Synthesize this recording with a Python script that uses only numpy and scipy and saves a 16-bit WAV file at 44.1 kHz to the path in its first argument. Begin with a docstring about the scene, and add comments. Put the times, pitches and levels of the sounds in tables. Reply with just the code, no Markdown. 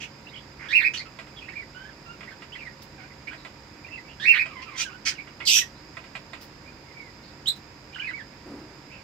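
"""A short rasp over faint hum and room noise: a cockatiel in a wire cage in a small brick room. Its syrinx
sings soft warbles, two loud two-humped whistles and one sharp chirp, and flaps chaotically for harsh rasps and
a screech. In between, the beak clicks and feathers brush. Close walls ring after every sound, and the loud
whistles flutter; near the end something bumps dully."""
import sys
import numpy as np
from scipy import signal
from scipy.fft import rfft, irfft
from scipy.io import wavfile
from scipy.ndimage import uniform_filter1d

SR = 44100
rng = np.random.default_rng(int(sys.argv[2]) if len(sys.argv) > 2 else 0)


def put_to_file(sound):
    """Save the sound as 16-bit audio at rate SR, in the file named by the first command-line argument."""
    columns = np.atleast_2d(sound).T  # one column per channel
    safe = np.clip(columns, -1, 1)
    whole_steps = np.round(safe * 32767)
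    wavfile.write(sys.argv[1], SR, whole_steps.astype(np.int16))


N = 398223
FREQS = np.fft.rfftfreq(N, 1 / SR)
PROGRESS = np.linspace(0, 1, 41)  # breakpoints through one gesture


def gain_of(db):
    """Decibels to amplitude."""
    return 10 ** (np.asarray(db) / 20)


def unit_rms(x):
    """Scales to rms 1."""
    return x / np.sqrt(np.mean(x ** 2) + 1e-20)


def curve_at(points, hz):
    """Reads a curve on a log-frequency axis."""
    point_hz, value = np.transpose(points)
    return np.interp(np.log(hz + 1), np.log(point_hz + 1), value)


def add(mix, start_s, sound):
    """Mixes a sound in at its cue."""
    part = mix[max(round(start_s * SR), 0):][:len(sound)]
    part += sound[:len(part)]


def phase_of(hz):
    """Running phase of a moving pitch."""
    return 2 * np.pi * np.cumsum(hz) / SR


def low_cut(x, hz, order):
    """Rolls off the bass."""
    return signal.sosfilt(signal.butter(order, hz, "high", fs=SR, output="sos"), x)


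def noise(eq, size):
    """White noise through an EQ curve, at rms 1."""
    gains = gain_of(curve_at(eq, np.fft.rfftfreq(size, 1 / SR)))
    return unit_rms(irfft(rfft(rng.standard_normal(size)) * gains, size))


def noise_band(centre_hz, width_hz, size):
    """Noise in a steep resonance that can glide: shift down to zero, smooth three times, shift back."""
    carrier = np.exp(1j * phase_of(np.full(size, centre_hz)))
    pole = np.exp(-np.pi * width_hz / SR)
    smoothed = signal.lfilter([1], np.poly([pole] * 3), rng.standard_normal(size) / carrier)
    return unit_rms((carrier * smoothed).real)


def wobble(top_hz, size):
    """Random motion of rms 1, slower than top_hz."""
    lowpass = signal.butter(2, top_hz, fs=SR, output="sos")
    return unit_rms(signal.sosfilt(lowpass, rng.standard_normal(size + SR // 10))[-size:])


def automation(times_s, *lanes):
    """Turns breakpoints into a soft-edged gate and one curve per lane."""
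    t = np.arange(times_s[0], times_s[-1], 1 / SR)
    gate = np.clip(np.minimum(t - t[0], t[-1] - t) / 0.0017, 0, 1)
    return gate, *(np.interp(t, times_s, np.full(len(times_s), lane)) for lane in lanes)


def panned(pair, pan):
    """Tilts a stereo pair left or right, band by band, at constant power."""
    ratio = gain_of(curve_at(pan, FREQS))
    gains = np.array([ratio, np.ones_like(ratio)]) / np.sqrt((1 + ratio ** 2) / 2)
    return irfft(rfft(pair) * gains, N)


# EQ of the room's rumble and hiss: freq_hz, gain_db
RUMBLE_EQ = [(15, -58), (25, 2), (143, -2.5), (251, -4), (303, -2), (366, -5.5), (479, -8.5), (543, -9),
             (822, -11.5), (951, -11.5), (1200, -11.5), (1970, -11), (2430, -12), (3050, -20),
             (3600, -23.5), (4680, -58), (7920, -120)]
ROOM_HISS_EQ = [(2120, -59), (3600, -4), (4380, -4), (4720, 1.5), (4950, 0.5), (5230, -59), (5670, -11.5),
                (6570, -6.5), (7430, -8), (7700, -12), (8340, -23.5), (8930, -28), (13900, -21),
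                (14900, -20.5), (15600, -28)]
# Partials of the hum: pitch_hz, level_db (before the trim)
HUM_PARTIALS = [(140.0, -57.5), (215.3, -63), (301.5, -63.5), (538.3, -65.5), (769.8, -72), (909.8, -65.5),
                (958.2, -63.5), (1104, -72)]
# How alike left and right are: freq_hz, coherence (0-1)
ROOM_COHERENCE = [(60, 1), (130, 0.89), (290, 0.88), (640, 0.37), (1410, 0.021), (3100, 0.02),
                  (6820, 0.017), (15000, 0.02)]
# Where the room tone leans: freq_hz, left_minus_right_db
ROOM_PAN = [(60, 0), (110, -2), (200, -2), (380, -1.5), (700, -4), (1290, -5.5), (2380, -10), (4400, -9),
            (8120, -5.5), (15000, 4)]
def room_tone(rumble_db=-48, hiss_db=-59, whine_db=-57, hum_trim_db=-1, waver_hz=1.47):
    """The bed: low rumble, thin hiss, a narrow whine near 5 kHz and a wavering hum."""
    left, spread = (gain_of(rumble_db) * noise(RUMBLE_EQ, N) + gain_of(hiss_db) * noise(ROOM_HISS_EQ, N)
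                    + gain_of(whine_db) * noise_band(5050, 700, N) for _ in range(2))
    coherence = curve_at(ROOM_COHERENCE, FREQS)
    right = irfft(np.sqrt(coherence) * rfft(left) + np.sqrt(1 - coherence) * rfft(spread), N)
    hum = sum(gain_of(db + hum_trim_db) * unit_rms(np.sin(phase_of(hz + waver_hz * wobble(5.85, N))))
              for hz, db in HUM_PARTIALS)
    return panned(np.array([left, right]) + hum, ROOM_PAN)


# EQ of the hiss in a harsh call: freq_hz, gain_db
RASP_HISS_EQ = [(710, -78), (1200, -49), (1320, -1), (2230, -20), (2480, -17), (3140, 3), (3280, 3.5),
                (3650, -15.5), (4430, -3), (4980, -2), (6040, 3), (8880, -17), (9570, -23.5), (12900, -27),
                (15500, -26)]
# Rasp cues: start_s, rise_s, fall_s, level_db, onset_db (against the peak), from_hz, to_hz,
# second_hz, second_db, hiss_db (both levels against the gliding resonance)
RASP_CUES = [ (.002, 0.033, 0.029, -35, -3, 2650, 2550, 3250, -10, -9),
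             (.592, 0.066, .037, -39, -6, 1950, 2150, 1100, -0.5, -21.5),
             (.935, .012, .03, -30, -7, 2900, 3120, 1760, -8, -5.5),
             (.969, 0.023, 0.027, -34, 3, 4400, 4300, 2000, -8, -12),
             (4.343, 0.021, 0.021, -25.5, 0, 2620, 2600, 1700, -3.5, -27.5),
             (4.617, 0.0098, .016, -38, -8, 2730, 2650, 4920, -6, -15),
             (4.757, .055, 0.029, -24, -25, 2280, 2500, 3580, -4, 3),
             (5.051, .026, .033, -21, -12, 2210, 2300, 4780, 0.5, 2),
             (5.108, .006, 0.029, -38, -2, 1980, 1500, 4000, -9, -20)]
def rasp(start_s, rise_s, fall_s, level_db, onset_db, from_hz, to_hz, second_hz, second_db, hiss_db):
    """The syrinx flaps chaotically: ragged bursts in a gliding and a steady resonance, over hiss."""
    t = (rise_s + fall_s) * PROGRESS
    swell_db = np.where(t < rise_s, onset_db * (1 - t / rise_s) ** 2, -15.5 * ((t - rise_s) / fall_s) ** 2)
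    glide_hz = from_hz + (to_hz - from_hz) * PROGRESS
    gate, db, hz = automation(start_s + t, level_db + swell_db, glide_hz)
    size = len(gate)
    voice = noise_band(hz, 1100, size) + gain_of(second_db) * noise_band(second_hz, 1500, size)
    voice += gain_of(hiss_db) * noise(RASP_HISS_EQ, size)
    grain = np.exp(0.28 * wobble(500, size))
    return start_s, gate * gain_of(db) * unit_rms(low_cut(voice, 1400, order=3) * grain)


# Formants of throat and beak: freq_hz, gain_db
THROAT_EQ = [(700, -38), (1100, -19.5), (1600, -7.5), (2100, 2.5), (2700, 5), (3400, -2.5), (4200, -5.5),
             (5400, -20.5), (8000, -23.5), (9800, -26), (12500, -26.5), (16000, -25.5)]
# EQ of the whistle's breathy hiss: freq_hz, gain_db
BREATHY_EQ = [(1000, -22.5), (1800, 4.5), (3000, -8.5), (4300, 16.5), (5600, -11), (8000, 2.5),
              (9800, -43.5), (12500, -7), (15500, -13.5)]
def whistle(times_s, pitch_hz, level_db, roughness, overtones_db,
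            jitter=0.1, flutter_hz=265, breath_db=-27, hoarse_db=-23):
    """The syrinx sings a tone that shakes with roughness; pushed hard, it flutters and turns hoarse."""
    gate, hz, db, rough = automation(times_s, pitch_hz, level_db, roughness)
    size = len(gate)
    effort = np.clip((db + 41) / 16, 0, 1)
    hz = uniform_filter1d(hz, size=200)
    phase = phase_of(hz * (1 + rough * jitter * wobble(550, size) + 0.0139 * wobble(108, size)))
    source_db = [0] + [overtone_db - 10 * (1 - effort) for overtone_db in overtones_db]  # soft is dull
    gains = [gain_of(partial_db + curve_at(THROAT_EQ, k * hz)) * (k * hz < SR / 2)
             for k, partial_db in enumerate(source_db, 1)]
    # the overtones are hoarser than the fundamental
    smear = wobble(350, size) * np.sqrt(rough + effort / 2)
    tone = sum(gain * np.exp(1j * (k * phase + (k - 1) * smear)) for k, gain in enumerate(gains, 1))
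    tone /= np.sqrt(sum(gain ** 2 for gain in gains) / 2)
    # a slow second vibration of the membranes hangs a ladder of sidebands under every partial
    flutter = np.exp(-1j * phase_of(flutter_hz * (1 + 0.194 * wobble(56.7, size))))
    depth = 0.42 * np.clip((db + 34) / 10, 0, 1)
    tone = (tone * (1 + depth * flutter + (depth * flutter) ** 2)).real / np.sqrt(1 + depth ** 2)
    falter = gain_of(2.5 * (1 - effort) * wobble(45, size))
    shimmer = 1 + 0.31 * rough * wobble(550, size)
    hoarse = gain_of(hoarse_db) * effort * 2 * rough * noise_band(2 * hz, 1200, size)
    breath = gain_of(breath_db) * (0.5 + 2 * rough) * noise(BREATHY_EQ, size)
    return times_s[0], gate * gain_of(db) * (tone * falter * shimmer + hoarse + breath)


# Soft notes: start_s, length_s, first_hz, middle_hz, last_hz, level_db, roughness (0-1)
WARBLE_CUES = [ (0.267, .012, 2600, 2780, 3050, -38.5, 0.1), (.283, .02, 3200, 3620, 3950, -50, .5),
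               (.314, 0.069, 2150, 2255, 2310, -48, 0.6), (0.334, 0.024, 2820, 3330, 2950, -47, 0.2),
               (0.356, 0.042, 2920, 3150, 3560, -42, 0.54), (0.995, 0.023, 1910, 2064, 2560, -35, 0.3),
               (1.053, 0.03, 1450, 1286, 1450, -45.5, 0.54), (1.362, 0.039, 3270, 3390, 3040, -43.5, 0.43),
               (1.409, 0.058, 2770, 2436, 2830, -43, 0.63), (1.481, 0.027, 1800, 2310, 2800, -37.5, 0.65),
               (1.52, 0.029, 1750, 1880, 2140, -42, 0.65), (1.555, 0.056, 2340, 2345, 2190, -32.5, 0.22),
               (1.62, 0.018, 2140, 2010, 1900, -37, 0.34), (1.747, 0.12, 1445, 1528, 1533, -44, 0.03),
               (1.85, 0.065, 1616, 1705, 1420, -46, 0.2), (2.056, 0.092, 1326, 1400, 1390, -44, 0),
               (2.274, 0.027, 1850, 2040, 2190, -42, 0.65), (2.303, 0.03, 1890, 1650, 1540, -41.5, 1),
               (2.52, 0.026, 2700, 3106, 3180, -38, 0.2), (2.55, 0.02, 2170, 2010, 1950, -36.5, 0.77),
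               (2.586, 0.056, 2820, 2390, 2370, -38.5, 0.42), (2.651, 0.037, 2240, 2010, 1860, -38, 0.42),
               (2.979, 0.081, 802, 727, 827, -44.5, 0.1), (3.103, .025, 2130, 2020, 1980, -47, 0.5),
               (3.271, 0.022, 2250, 2330, 2450, -33.5, 0.65), (3.307, .045, 1470, 1656, 2080, -43, 0.75),
               (3.375, .06, 4300, 3960, 3800, -55, 0.66), (3.844, 0.0093, 2300, 2360, 2500, -40, .15),
               (3.861, 0.016, 2600, 2760, 2750, -45, 0.1), (3.883, 0.012, 1900, 2020, 2160, -39, .3),
               (3.91, 0.062, 2520, 2680, 2560, -39.5, 0.24), (3.975, 0.023, 2140, 2030, 2010, -34.5, 0),
               (4.045, .035, 2250, 2292, 2200, -46, .2), (4.082, 0.056, 2670, 2820, 2760, -49, 0.7),
               (4.437, 0.041, 2580, 2480, 2320, -41, 0), (4.493, 0.057, 1377, 1215, 1100, -45, .45),
               (4.554, 0.09, 1092, 1009, 1083, -40, 0.12), (4.659, 0.14, 1338, 1085, 994, -42.5, 0.4),
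               (4.847, 0.043, 1674, 1544, 1400, -40, 0), (4.894, .07, 1065, 1412, 1460, -43.5, 0.25),
               (5.15, 0.036, 2980, 2690, 2470, -47.5, .2), (5.181, .028, 2380, 2247, 2330, -35, 0.35),
               (5.408, 0.052, 2120, 2200, 2230, -38, 0.54), (5.564, 0.033, 1675, 1815, 2030, -37.5, 1),
               (5.61, 0.025, 2200, 1960, 1860, -31, 0.3), (5.738, 0.073, 3750, 4100, 4300, -61, 0.4),
               (6.646, 0.065, 2190, 2390, 2460, -49.5, 0.42), (6.86, 0.095, 2200, 2090, 1840, -54, 0.25),
               (6.945, .095, 2283, 2283, 2125, -43.5, 0.02), (7.042, 0.058, 2196, 2040, 1970, -49.5, 0.04),
               (7.231, 0.084, 4400, 4400, 3880, -52.5, 0.96), (7.927, 0.017, 2370, 2520, 2900, -46, 0.8),
               (7.945, 0.012, 2970, 3060, 2920, -34.5, 0.4), (7.957, 0.017, 1720, 1470, 1340, -36, 0.37),
               (7.972, 0.095, 1384, 1613, 1780, -43, .1), (7.983, 0.0087, 2050, 2150, 2600, -38, .5),
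               (7.996, 0.013, 2830, 2980, 2800, -28.5, 0.3), (8.017, .026, 2500, 2300, 2400, -33, 0.1),
               (8.043, 0.029, 2470, 2544, 2540, -30, .12), (8.071, .036, 2277, 2015, 2010, -29, 0.25),
               (8.105, 0.014, 1920, 1550, 1250, -38.5, 0.2), (8.133, 0.038, 2095, 2277, 2220, -34, 0),
               (8.176, 0.042, 2066, 1900, 1460, -36.5, 0.1), (8.9, 0.1, 2230, 2630, 2360, -47, 0.64)]
def warble(start_s, length_s, first_hz, middle_hz, last_hz, level_db, roughness):
    """One smooth bend of the syrinx: it starts firmly, peaks a little early and fades."""
    bend = np.polyfit([0, 0.5, 1], [first_hz, middle_hz, last_hz], 2)
    off_peak = 2 * PROGRESS ** 0.97 - 1
    swell_db = np.where(off_peak < 0, -4, -7) * off_peak ** 2
    return whistle(start_s + length_s * PROGRESS, np.polyval(bend, PROGRESS), level_db + swell_db,
                   roughness, overtones_db=[-9.5, -21, -34, -40, -23, -29])


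# Syrinx overtones in the lead-in, from the second harmonic up: level_db
LEAD_IN_OVERTONES_DB = [2, 3, -22, -31]
def lead_in(start_s, length_s):
    """A low, reedy note that rises and swells into a loud call."""
    return whistle([start_s, start_s + length_s], pitch_hz=[1634, 1963], level_db=[-36, -26.5],
                   roughness=0.36, overtones_db=LEAD_IN_OVERTONES_DB, flutter_hz=196.6, breath_db=-22)


def hump(times_s, arch, top_hz, top_db, trough_hz=1690, trough_db=-27):
    """One push of air makes the tone higher, louder and cleaner; a full arch runs from 0 to 1."""
    push = np.abs(np.sin(np.pi * arch ** 0.9)) ** 1.1
    pitch_hz = trough_hz + (top_hz - trough_hz) * push
    level_db = trough_db + (top_db - trough_db) * push ** 1.44
    roughness = np.interp(push, [0, 1], [0.25, 0.063])
    return np.array([times_s, pitch_hz, level_db, roughness])


def beak_hiss(times_s, call_db, level_db=-60, follow=0.2):
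    """Air whistles thinly over the edge of the beak, loosely following the call's level."""
    gate, db = automation(times_s, call_db)
    envelope = gate * gain_of(level_db + follow * (db - db.max()))
    return times_s[0], envelope * noise_band(12400, 3600, len(gate))


# Syrinx overtones in the humps, from the second harmonic up: level_db
HUMP_OVERTONES_DB = [-7.5, -28.5, -38, -31, -17.5, -22]
# Loud calls: start_s, lead_s, then for the two humps their lengths first_s, second_s
# and their tops first_hz, second_hz, first_db, second_db
CALL_CUES = [(.684, .04, .101, .056, 2710, 2560, -14, -16.5),
             (4.198, .052, .121, .054, 2738, 2540, -12.5, -18)]
def loud_call(start_s, lead_s, first_s, second_s, first_hz, second_hz, first_db, second_db):
    """Yields three layers: the lead-in, two humps whistled without a break, and their beak hiss."""
    yield lead_in(start_s, lead_s)
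    humps_s = start_s + lead_s
    # the call enters and leaves part-way along an arch
    first = hump(humps_s + first_s * PROGRESS, 0.12 + 0.88 * PROGRESS, first_hz, first_db)
    second = hump(humps_s + first_s + second_s * PROGRESS, 0.73 * PROGRESS, second_hz, second_db)
    times_s, pitch_hz, level_db, roughness = np.hstack([first, second[:, 1:]])
    yield whistle(times_s, pitch_hz, level_db, roughness, HUMP_OVERTONES_DB,
                  jitter=0.033, flutter_hz=271.2, hoarse_db=-28)
    yield beak_hiss(times_s, level_db)


# EQ of the snap: freq_hz, gain_db
SNAP_EQ = [(290, -59), (500, -7), (1490, -1.5), (1700, -17), (2020, 5), (2930, -2.5), (3390, -4.5),
           (4030, -11.5), (5060, -14), (5850, -29), (7530, -16.5), (8840, -38), (12000, -36), (15600, -69),
           (22000, -120)]
# Modes of the hollow of the beak: pitch_hz, width_hz, level_db
BEAK_MODES = [(642, 39, -3.5), (1012, 15, 0), (1353, 21, 1), (1608, 44, 2), (1960, 44, 6), (2510, 32, 2),
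              (3360, 120, -20.5)]
# Click cues: start_s, level_db (before the trim), treble_db (drives a shelf, flat at -21)
CLICK_CUES = [(1.1878, -30, -14), (1.269, -42, -17), (2.2066, -34, -21), (2.2276, -33.5, -34),
              (2.42, -33.5, -21), (3.3293, -35.5, -18), (3.4483, -30, -19), (4.457, -29, -21),
              (5.272, -36.5, -38), (5.4027, -27, -37), (5.9688, -29.5, -23), (6.0388, -38, -17),
              (6.1516, -26.5, -15), (6.332, -29.5, -16)]
def beak_click(start_s, level_db, treble_db, trim_db=-5, snap_decay_s=0.015, ring_decay_s=0.012):
    """The beak snaps, and its hollow rings briefly, a little differently each time."""
    t = np.arange(SR // 8) / SR
    shelf_db = 0.45 * (treble_db + 21)
    eq = [(hz, db + shelf_db * (hz > 3500)) for hz, db in SNAP_EQ]
    snap = noise(eq, len(t)) * np.exp(-t / snap_decay_s)
    modes = sum(gain_of(db) * np.sin(phase_of(hz + width_hz / 2 * wobble(62, len(t))))
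                for hz, width_hz, db in BEAK_MODES)
    ring = gain_of(-1) * unit_rms(modes) * np.exp(-t / ring_decay_s)
    attack = 1 - np.exp(-t / 0.0004)
    return start_s, gain_of(level_db + trim_db) * (snap + ring) * attack


# EQ of brushing feathers: freq_hz, gain_db
FEATHER_EQ = [(2000, -6), (5000, 1.5), (9000, -16), (13000, -6), (16000, -7.5)]
# Feather cues: start_s, level_db, decay_s
FEATHER_CUES = [(2.82, -39, 0.0079), (6.41, -41, 0.021), (7.556, -46, 0.011)]
def feather_brush(start_s, level_db, decay_s, attack_s=0.0012):
    """Feathers flick with a thin, quickly dying hiss."""
    t = np.arange(SR // 5) / SR
    envelope = np.exp(-t / decay_s) * (1 - np.exp(-t / attack_s))
    return start_s, gain_of(level_db) * envelope * noise(FEATHER_EQ, len(t))


def screech(start_s=5.451, rise_s=0.027, hold_s=0.11, fall_s=0.037, level_db=-15.5, jitter=0.075):
    """A tone torn by pitch jitter drops and holds, while a strong resonance slides up above it."""
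    corners_s = np.cumsum([0, rise_s, hold_s, fall_s])
    t = corners_s[-1] * PROGRESS
    swell_db = np.interp(t, corners_s, [-20, 0, -0.8, -24])
    drop_hz = 2630 + (4250 - 2630) / (1 + (t / 0.021) ** 6)
    slide_hz = 5770 + (4750 - 5770) / (1 + (t / 0.058) ** 16)
    gate, db, pitch_hz, upper_hz = automation(start_s + t, level_db + swell_db, drop_hz, slide_hz)
    size = len(gate)
    tone = unit_rms(np.sin(phase_of(pitch_hz * (1 + jitter * wobble(700, size)))))
    upper = gain_of(3) * noise_band(upper_hz, 1150, size)
    beak_ring = gain_of(-11) * noise_band(12500, 2600, size)
    # a shoulder of noise sits above the tone, and another above the resonance
    shoulders = noise_band(pitch_hz + 750, 1150, size) + noise_band(7400, 2900, size) / 2
    hiss = gain_of(-3) * noise(RASP_HISS_EQ, size)
    voice = low_cut(tone + upper + beak_ring + shoulders + hiss, 2200, order=8)
    return start_s, gate * gain_of(db) * unit_rms(voice)


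# Breakpoints of the chirp and its echo: time_s, pitch_hz, level_db, roughness (0-1)
CHIRP_AND_ECHO = [(7.458, 2970, -26, .15), (7.466, 3260, -36, 0.2), (7.472, 3656, -23.5, .12),
                  (7.488, 4060, -14.5, .1), (7.494, 3920, -27.5, .15), (7.505, 3580, -23, .25)]
def chirp():
    """A sharp, breathy chirp flicks upward, followed at once by a fainter, lower echo."""
    return whistle(*np.transpose(CHIRP_AND_ECHO), overtones_db=[4.2, -2, -13], jitter=0.055, breath_db=-18)


# EQ of the dull bump: freq_hz, gain_db
BUMP_EQ = [(90, -25), (180, -3), (300, 7), (430, -4), (800, -11), (1300, -14), (2500, -29), (14000, -47)]
def bump(start_s=8.44, rise_s=0.028, hold_s=0.095, fade_s=0.49, level_db=-42.5, edge_db=-20):
    """A soft, low shuffle that rumbles away."""
    t = np.arange(0, rise_s + hold_s + fade_s, 1 / SR)
    rise_db = edge_db * np.maximum(1 - t / rise_s, 0)
    fade_db = edge_db * np.maximum((t - rise_s - hold_s) / fade_s, 0) ** 0.64
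    track = np.zeros(N)
    add(track, start_s, gain_of(level_db + rise_db + fade_db) * noise(BUMP_EQ, len(t)))
    return track


# Early reflections, a left list and a right list: delay_ms, gain
WALL_ECHOES = [
    [(2.3, -0.64), (5.9, 0.028), (9.1, 0.82), (15.3, -0.00055)],
    [(1.3, -0.042), (6.7, 0.12), (10.7, 0.15), (18.2, 0.33)],
]
def brick_walls(dry, ring_db=-4.5, ring_t60_s=0.15, tail_db=-21, tail_t60_s=0.23, trim_db=-2):
    """Close walls follow the direct sound with early reflections, a short dense ring and a faint tail."""
    t = np.arange(SR // 2) / SR
    response = np.zeros((2, len(t)))
    # the direct sound reaches the left first but shaded, so that side hears more of the walls
    response[0, 0], response[1, 2] = 0.7, 1
    for channel, echoes in zip(response, WALL_ECHOES):
        for delay_ms, gain in echoes:
            channel[round(delay_ms * SR / 1000)] += gain
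        for db, t60_s in ((ring_db, ring_t60_s), (tail_db, tail_t60_s)):
            taps = rng.choice([-1, 1], len(t)) * (rng.random(len(t)) < 3000 / SR)  # about 3000 a second
            taps = taps * (t > 0.003) * gain_of(-60 * t / t60_s)
            channel += gain_of(db) * taps / np.linalg.norm(taps)
    return gain_of(trim_db) * signal.fftconvolve(dry[None], response, axes=1)[:, :N]


# Where the bird sits: freq_hz, left_minus_right_db
BIRD_PAN = [(700, -6), (1300, -11.5), (2500, -10.5), (4400, -6), (8000, -8), (12500, 5)]
def scene():
    """The bird, to the right, between close walls, over the room tone and the bump."""
    bird = np.zeros(N)
    for cue in CALL_CUES:
        for layer in loud_call(*cue):
            add(bird, *layer)
    for cue in WARBLE_CUES:
        add(bird, *warble(*cue))
    add(bird, *chirp())
    for cue in RASP_CUES:
        add(bird, *rasp(*cue))
    add(bird, *screech())
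    for cue in CLICK_CUES:
        add(bird, *beak_click(*cue))
    for cue in FEATHER_CUES:
        add(bird, *feather_brush(*cue))
    return panned(brick_walls(bird), BIRD_PAN) + room_tone() + bump()


def record(dry):
    """The microphone's bass roll-off and a steep high cut."""
    high_cut = signal.firwin(511, 15750, window=("kaiser", 9), fs=SR)
    return signal.oaconvolve(low_cut(dry, 46, order=4), high_cut[None], "same", axes=1)


dry = scene()
out = record(dry)
put_to_file(out)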